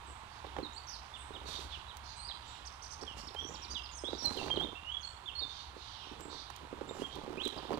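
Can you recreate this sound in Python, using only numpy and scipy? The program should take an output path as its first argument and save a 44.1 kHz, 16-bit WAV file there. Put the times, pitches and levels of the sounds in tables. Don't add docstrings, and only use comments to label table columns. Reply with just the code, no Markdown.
import sys
import numpy as np
from scipy import signal
from scipy.fft import rfft, irfft, next_fast_len
from scipy.io import wavfile
from scipy.ndimage import map_coordinates

SR = 44100
rng = np.random.default_rng(int(sys.argv[2]) if len(sys.argv) > 2 else 0)


def store_pcm(level_fs):
    pcm = np.round(np.clip(level_fs, -1, 1) * 32767).astype(np.int16)
    wavfile.write(sys.argv[1], SR, np.atleast_2d(pcm).T)


N = 343539


def from_db(db):
    return 10 ** (np.asarray(db) / 20)


def rms_one(x):
    return x / np.sqrt(np.mean(x ** 2) + 1e-20)


def in_time(rows):
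    s, *columns = np.transpose(rows)
    return [np.interp(np.arange(N) / SR, s, column) for column in columns]


def at_hz(points, hz):
    point_hz, values = np.array(points).T
    return np.interp(np.log(hz + 1e-9), np.log(point_hz), values)


def add(out, start_s, sound):
    i = int(np.clip(start_s * SR, 0, N - 1))
    out[i:i + len(sound)] += sound[:N - i]


def drift(rate_hz, size=N):
    knots = rng.standard_normal(int(size / SR * rate_hz) + 4)
    return map_coordinates(knots, [np.arange(size) * rate_hz / SR], order=1)


def coloured(x, spectrum):
    size = next_fast_len(N + 4096)
    hz = np.arange(size // 2 + 1) * SR / size
    return irfft(rfft(x, size) * from_db(at_hz(spectrum, hz)), size)[..., :N]


def grains(per_s, spread_db):
    sizes_db = spread_db * np.minimum(rng.exponential(1, N), 3)
    sizes = from_db(sizes_db) * rng.choice([-1, 1], N)
    return sizes * (rng.random(N) < per_s / SR)


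def ring(clicks, hz, t60_s):
    r, w = from_db(-60 / (t60_s * SR)), 2 * np.pi * hz / SR
    return signal.lfilter([0, np.sin(w)], [1, -2 * r * np.cos(w), r * r], clicks + 1e-18)


def swells(rows, attack_s, settle_s):
    t = np.arange(N) / SR
    total = np.zeros(N)
    for start_s, length_s, level_db in rows:
        rise = np.clip((start_s - t) / attack_s, 0, 20) ** 2
        fall = np.clip((t - start_s - length_s) / settle_s, 0, 20)
        total += from_db(level_db) * np.exp(-rise - fall)
    return total


def garden(x, t60_s, first_s):
    t = np.arange(SR) / SR
    echoes = rng.standard_normal((2, SR)) * (rng.random((2, SR)) < .05)
    echoes *= from_db(-60 * t / t60_s) * np.clip(t / first_s - .5, 0, 1)
    echoes /= np.sqrt(np.sum(echoes ** 2, axis=1, keepdims=True))
    return signal.fftconvolve(x[None], echoes, axes=1)[:, :N]


# (pitch_hz, level_db)
SHELL_MODES = [(165,-15.5),(235,-8.5),(300,-3),(375,-1),(450,-3.5),(545,-4.5),(670,-5.5),(830,0.5),(1020,1),(1240,-4.5),(1600,-22),(2100,-37)]
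SHELL_CYCLES = 16.6
# (start_s, level_db, ring_centre_hz)
KNOCKS = [(0.447, -38, 705), (0.564, -31, 850), (0.584, -28, 550), (0.594, -33, 446), (0.624, -31, 238),
          (1.304, -39.5, 340), (2.296, -41, 990), (3.024, -36, 400), (3.346, -35, 790), (3.445, -36.5, 328),
          (4.035, -29.5, 417), (4.083, -31.5, 404), (4.128, -26.5, 500), (4.368, -32.5, 366),
          (4.48, -35, 980), (4.5, -29, 790), (4.57, -23.5, 365), (4.644, -30.5, 393), (5.764, -39.5, 405),
          (6.111, -37, 221), (6.252, -37.5, 409), (6.5, -38, 1090), (6.726, -30.5, 400), (6.809, -28, 473),
          (6.908, -31.5, 470), (6.991, -34.5, 250), (7.017, -26.5, 380), (7.183, -35.5, 406),
          (7.276, -32, 340), (7.299, -33, 355), (7.378, -33, 394), (7.458, -25.5, 352), (7.705, -25, 382),
          (7.737, -25.5, 430)]


def knocks(focus_db=10.5, scatter_db=2, delay_s=0.001603, rebound_db=-14, crack_db=-17, crack_s=0.002):
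    out, t = np.zeros(N), np.arange(SR // 8) / SR
    hz, mode_db = np.transpose(SHELL_MODES)[:, :, None]
    rings = np.sin(2 * np.pi * hz * t) * from_db(-60 * t * hz / SHELL_CYCLES)
    crack_band = signal.butter(2, [900, 2500], "band", fs=SR, output="sos")
    for start_s, level_db, centre_hz in KNOCKS:
        off_centre_db = focus_db * np.log2(hz / centre_hz) ** 2
        gains = from_db(mode_db - off_centre_db + rng.normal(0, scatter_db, hz.shape))
        body = (gains * rng.choice([-1, 1], hz.shape) * rings).sum(axis=0)
        body *= 1 - np.exp(-2 * t * centre_hz)
        crack = signal.sosfilt(crack_band, rng.standard_normal(len(t)) * np.exp(-t / crack_s))
        hardness = from_db(crack_db) * (centre_hz / 450) ** 2
        blow = from_db(level_db - 21.5) * rms_one(rms_one(body) + hardness * rms_one(crack))
        add(out, start_s + delay_s, blow)
        rebound = from_db(rebound_db) * blow * rng.random()
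        add(out, start_s + rng.uniform(0.0059, 0.016), rebound)
    return out


# (start_s, length_s, level_db)
BOUTS = [(0.02, 0.15, -64), (0.46, 0.028, -57), (0.59, 0.034, -49.5), (1.35, 0.28, -56),
         (3.03, 0.038, -53.5), (3.19, 0.07, -57), (3.44, 0.082, -53.5), (3.7, 0.043, -57), (4.06, .11, -54),
         (4.23, 0.42, -45.5), (5.42, .02, -58), (6.12, 0.21, -54), (6.64, 0.019, -57), (6.77, 0.27, -51.5),
         (7.16, 0.55, -51), (7.725, .07, -42.5)]
BOUT_ATTACK_S, BOUT_SETTLE_S, RESTING_DB = 0.028, .04, -70.5
CONTACTS_PER_S = 120


def jostle():
    stir = from_db(RESTING_DB) + swells(BOUTS, BOUT_ATTACK_S, BOUT_SETTLE_S)
    stir_db = 20 * np.log10(stir)
    per_s = CONTACTS_PER_S * from_db(.35 * (np.clip(stir_db, -75, -45) + 58))
    contacts = grains(per_s, spread_db=1.8) / np.sqrt(per_s)
    contacts *= from_db(3 * np.clip(drift(45), -2, 1))
    rings = np.zeros(N)
    for hz, mode_db in SHELL_MODES:
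        mode_clicks = contacts * rng.standard_normal(N)
        rings += ring(mode_clicks, hz, SHELL_CYCLES / hz) * from_db(mode_db)
    clack = coloured(contacts, [(400, -33), (1100, 10.5), (2000, 0), (4000, -3), (12000, -21)])
    return stir * (rms_one(rings) + from_db(-10.5) * rms_one(clack))


# (start_s, level_db)
TICKS = [(1.969, -43.5), (3.344, -52.5), (4.257, -38.5), (4.3674, -46), (6.2064, -47), (6.502, -50),
         (6.5615, -44), (7.154, -48.5), (7.4522, -42), (7.4772, -39)]


def ticks(decay_s=0.0036):
    out, t = np.zeros(N), np.arange(SR // 40) / SR
    for start_s, level_db in TICKS:
        burst = rng.standard_normal(len(t)) * np.exp(-t / decay_s)
        add(out, start_s + 0.00048, from_db(level_db) * burst)
    return signal.sosfilt(signal.butter(1, [2500, 9000], "band", fs=SR, output="sos"), out)


# (start_s, length_s, level_db)
BRUSH_STROKES = [(1.48, .13, -49), (3.18, 0.017, -52), (4.23, 0.23, -52), (6.96, 0.075, -53.5),
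                 (7.43, 0.055, -54)]
BRUSH_ATTACK_S, BRUSH_SETTLE_S = 0.017, 0.057
# (frequency_hz, level_db)
BRUSH_COLOUR = [(1000,-2.5),(3800,-1.5),(7000,-3),(12000,-16),(16000,-29)]


def brushing():
    strokes = swells(BRUSH_STROKES, BRUSH_ATTACK_S, BRUSH_SETTLE_S) + from_db(-73)
    crackle = grains(6000, spread_db=3) * from_db(2.5 * drift(55))
    return strokes * rms_one(coloured(crackle, BRUSH_COLOUR))


CUTOFF_HZ = 15750


def syrinx(hz, fade, flutter_db, overtone_db):
    phase = 2 * np.pi * np.cumsum(hz) / SR
    swell = signal.windows.tukey(len(hz), np.clip(fade, .1, 1)) * from_db(flutter_db * drift(170, len(hz)))
    octave = from_db(overtone_db) * np.sin(2 * phase) * (hz < CUTOFF_HZ / 2)
    return rms_one(swell * (np.sin(phase) + octave))


def note(hz, waver=0.0078, flutter_db=2.5):
    return syrinx(hz * (1 + waver * drift(488, len(hz))), fade=0.24, flutter_db=flutter_db, overtone_db=-32)


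# (start_s, length_s, start_hz, end_hz, level_db)
WHISTLES = [(0.626, 0.046, 4400, 3725, -40.5), (0.728, 0.043, 6700, 8600, -53.5),
            (0.761, 0.022, 4200, 4860, -42), (2.155, .085, 7960, 8900, -52.5),
            (2.167, 0.11, 3980, 5020, -47), (2.236, .035, 8700, 8000, -59), (3.062, .08, 3510, 2780, -42.5),
            (3.359, 0.064, 3093, 3446, -38.5), (3.382, 0.12, 5770, 5930, -48.5),
            (3.704, 0.036, 4680, 4980, -40.5), (3.742, 0.064, 4220, 2744, -36.5),
            (3.91, 0.058, 7400, 6180, -47.5), (3.968, 0.041, 7240, 5100, -45),
            (4.04, .062, 3310, 4050, -36), (4.206, 0.057, 5680, 5610, -42.5),
            (4.242, 0.043, 4310, 4094, -28.5), (4.372, 0.037, 3380, 2700, -38.5),
            (4.501, 0.045, 3200, 3180, -31), (4.559, 0.022, 4386, 2940, -34.5),
            (4.593, .052, 3170, 3750, -33.5), (4.752, 0.03, 2690, 2840, -41.5),
            (4.843, 0.073, 2777, 3110, -38), (4.915, 0.038, 3275, 3388, -32),
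            (5.03, 0.028, 4320, 4320, -37.5), (5.349, 0.066, 4284, 4330, -36),
            (5.414, 0.043, 3820, 3580, -34), (6.873, .07, 7260, 7290, -51),
            (6.891, 0.0097, 3660, 3700, -43), (7.006, 0.0256, 2730, 3380, -45),
            (7.028, 0.049, 3496, 3130, -43), (7.373, 0.053, 2450, 3730, -37)]


def whistles(fall_bend=2.5, rise_bend=1.5, rise_swell_db=13):
    out = np.zeros(N)
    for start_s, length_s, start_hz, end_hz, level_db in WHISTLES:
        u = np.linspace(0, 1, int(length_s * SR))
        rising = end_hz > start_hz
        height = u ** rise_bend if rising else (1 - u) ** fall_bend
        hz = min(start_hz, end_hz) + abs(end_hz - start_hz) * height
        swell = from_db(rising * rise_swell_db * np.log2(hz / start_hz))
        add(out, start_s, from_db(level_db) * rms_one(swell * note(hz)))
    return out


def chirps(notes, shape, ratio=1):
    out = np.zeros(N)
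    path = np.polyfit(np.linspace(0, 1, len(shape)), shape, len(shape) - 1)
    for start_s, length_s, pitch_hz, level_db in notes:
        u = np.linspace(0, 1, int(length_s * SR))
        add(out, start_s, from_db(level_db) * note(ratio * pitch_hz * np.polyval(path, u)))
    return out


def warbles(notes, sweeps_hz, swing_hz, uneven, fade):
    out = np.zeros(N)
    for start_s, length_s, start_hz, end_hz, level_db in notes:
        size = int(length_s * SR)
        sweep_rate = sweeps_hz * (1 + uneven * drift(60, size))
        swing = np.sin(2 * np.pi * np.cumsum(sweep_rate) / SR)
        hz = np.linspace(start_hz, end_hz, size) + swing_hz * (swing + uneven * drift(400, size))
        add(out, start_s, from_db(level_db) * syrinx(hz, fade, flutter_db=1.5, overtone_db=-25))
    return out


# (start_s, length_s, pitch_hz, level_db)
HOOKS = [(1.136, 0.038, 3720, -42), (1.334, 0.039, 3940, -43.5), (1.72, 0.046, 3620, -41),
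         (1.88, 0.043, 4020, -47), (2.276, 0.02, 5100, -38), (2.296, 0.024, 4190, -38),
         (5.255, .055, 3680, -38.5), (5.39, 0.023, 4910, -38.5), (7.43, 0.049, 4135, -33.5)]
HOOK_SHAPE = [.9, 0.96, .83, 0.731]
# (start_s, length_s, pitch_hz, level_db)
PLUNGES = [(3.27, 0.022, 5390, -42), (3.537, 0.025, 5770, -44.5), (3.617, 0.041, 5690, -43.5),
           (3.83, 0.047, 5180, -46), (4.178, 0.055, 5630, -42), (5.006, 0.034, 6560, -51),
           (7.577, 0.012, 5000, -43), (7.738, 0.0118, 4650, -45)]
PLUNGE_SHAPE = [0.94, .99, 0.82, 0.576]
# (start_s, length_s, pitch_hz, level_db)
CHIPS = [(2.649, 0.033, 6150, -44), (2.819, 0.026, 6250, -45.5), (2.84, .03, 5950, -45.5),
         (2.905, 0.024, 6250, -43.5), (2.924, 0.021, 6180, -43.5), (3.009, 0.029, 5700, -44.5),
         (3.695, .04, 6360, -44.5)]
CHIP_SHAPE = [0.59, 1, .94, 0.62]
SECOND_VOICE_RATIO, SECOND_VOICE_DB = 1.45, -14.5
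# (start_s, length_s, start_hz, end_hz, level_db)
TRILLS = [(0.865, 0.11, 6100, 4300, -43.5)]


def near_song():
    second_voice = chirps(CHIPS, CHIP_SHAPE, SECOND_VOICE_RATIO)
    chips = chirps(CHIPS, CHIP_SHAPE) + from_db(SECOND_VOICE_DB) * second_voice
    trills = warbles(TRILLS, sweeps_hz=71, swing_hz=460, uneven=0.635, fade=0.27)
    return whistles() + chirps(HOOKS, HOOK_SHAPE) + chirps(PLUNGES, PLUNGE_SHAPE) + chips + trills


# (start_s, length_s, middle_hz, level_db)
TWITTERS = [(0.275, .1, 4470, -60), (0.43, 0.042, 3430, -54), (1.438, 0.14, 3890, -44.5),
            (1.683, 0.048, 3494, -47.5), (2.018, 0.11, 4300, -50), (2.403, 0.17, 3610, -53.5),
            (3.175, 0.018, 4890, -46), (3.497, .16, 3193, -54.5), (4.075, 0.15, 4330, -51),
            (4.294, 0.19, 4100, -49), (5.452, .17, 4034, -49.5), (5.732, 0.39, 3730, -50.5),
            (6.277, 0.13, 3990, -47), (6.451, 0.12, 3446, -57.5), (7.093, 0.047, 3646, -49),
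            (7.497, 0.17, 3410, -53)]
TWITTER_SAG_HZ_PER_S = 1900
# (start_s, pitch_hz, level_db)
HIGH_CALLS = [(0.05, 7800, -55), (1.159, 8400, -52.5), (2.449, 7450, -55.5), (3.461, 6950, -51.5),
              (3.94, 8490, -51.5), (5.03, 7550, -56.5), (6.18, 7620, -53)]
HIGH_CALL_S = 0.053


def far_song(second_voice_db=-11, air_cut_hz=8500):
    twitters = []
    for start_s, length_s, middle_hz, level_db in TWITTERS:
        half_fall_hz = TWITTER_SAG_HZ_PER_S / 2 * length_s
        for ratio, voice_db in [(1, 0), (SECOND_VOICE_RATIO, second_voice_db)]:
            start_hz, end_hz = ratio * (middle_hz + half_fall_hz), ratio * (middle_hz - half_fall_hz)
            twitters.append((start_s, length_s, start_hz, end_hz, level_db + voice_db))
    calls = [(start_s, HIGH_CALL_S, hz, hz, level_db) for start_s, hz, level_db in HIGH_CALLS]
    song = warbles(twitters, sweeps_hz=109.75, swing_hz=522, uneven=.75, fade=0.29)
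    song += warbles(calls, sweeps_hz=109.3, swing_hz=420, uneven=.7, fade=0.41)
    return signal.sosfilt(signal.butter(2, air_cut_hz, fs=SR, output="sos"), song)


def birds():
    near, far = near_song(), far_song()
    leaves = from_db(-6) * garden(near, t60_s=0.08, first_s=0.0017)
    echo = from_db(-8.5) * garden(near, t60_s=.6, first_s=.015)
    echo *= 1 + .55 * drift(350)
    distance = garden(far, t60_s=0.5, first_s=0.0018)
    return from_db(-3.5) * near + leaves + echo + from_db(2.5) * distance


# (frequency_hz, correlation from 0 to 1)
LIKENESS = [(90,1),(400,0.67),(1000,0.77),(8000,0.094)]


def diffuse_noise(spectrum):
    mid, side = rfft(rng.standard_normal((2, N)))
    hz = np.arange(len(mid)) * SR / N
    alike = np.clip(at_hz(LIKENESS, hz), 0, 1)
    pair = np.sqrt(1 + alike) * mid + np.sqrt(1 - alike) * side * [[1], [-1]]
    return rms_one(irfft(pair * from_db(at_hz(spectrum, hz)), N))


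# (time_s, level_db)
RUMBLE = [(0,-57.5),(.8,-58),(1.55,-52.5),(2.1,-57),(4.2,-54.5),(5.3,-59),(7.79,-57.5)]
# (time_s, level_db)
TYRE_HUM = [(0,-48.5),(1.5,-48.5),(5.3,-50.5),(7.79,-49)]
# (frequency_hz, level_db)
RUMBLE_COLOUR = [(20,-16),(35,-9),(50,1.5),(65,10.5),(82,2),(105,-19),(220,-46)]
HUM_COLOUR = [(65, -11), (110, -1.5), (150, -8.5), (237, -12.5), (543, -14), (930, 2), (1960, -10.5),
              (3650, -11), (5310, -22.5), (9290, -27), (14700, -46), (15600, -49)]


def traffic():
    (rumble_db,), (hum_db,) = in_time(RUMBLE), in_time(TYRE_HUM)
    rumble = from_db(rumble_db - 0.4) * diffuse_noise(RUMBLE_COLOUR)
    return rumble + from_db(hum_db) * diffuse_noise(HUM_COLOUR)


def scene():
    pool = from_db(5.5) * knocks() + from_db(4.5) * jostle() + from_db(7.5) * ticks() + brushing()
    lawn = from_db(-16) * garden(pool, t60_s=.25, first_s=.012)
    return pool + lawn + birds() + traffic()


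# (frequency_hz, gain_db)
LEFT_GAIN = [(60,1),(110,1),(300,-11.5),(1200,-12),(2400,-16.5),(4400,-18.5),(8000,-27),(15000,-27)]
# (frequency_hz, lead_radians)
LEFT_PHASE = [(100,0.5),(340,1.35),(1400,-1.96),(3200,-1),(5000,-2)]


def record(dry):
    turn = np.exp(1j * at_hz(LEFT_PHASE, np.arange(N // 2 + 1) * SR / N))
    left = irfft(rfft(coloured(dry[0], LEFT_GAIN)) * turn, N)
    hiss = from_db(-81) * rng.standard_normal((2, N))
    pair = np.array([left, dry[1]]) + hiss
    return signal.sosfilt(signal.ellip(12, .1, 80, CUTOFF_HZ, fs=SR, output="sos"), pair)


dry = scene()
out = record(dry)
store_pcm(out)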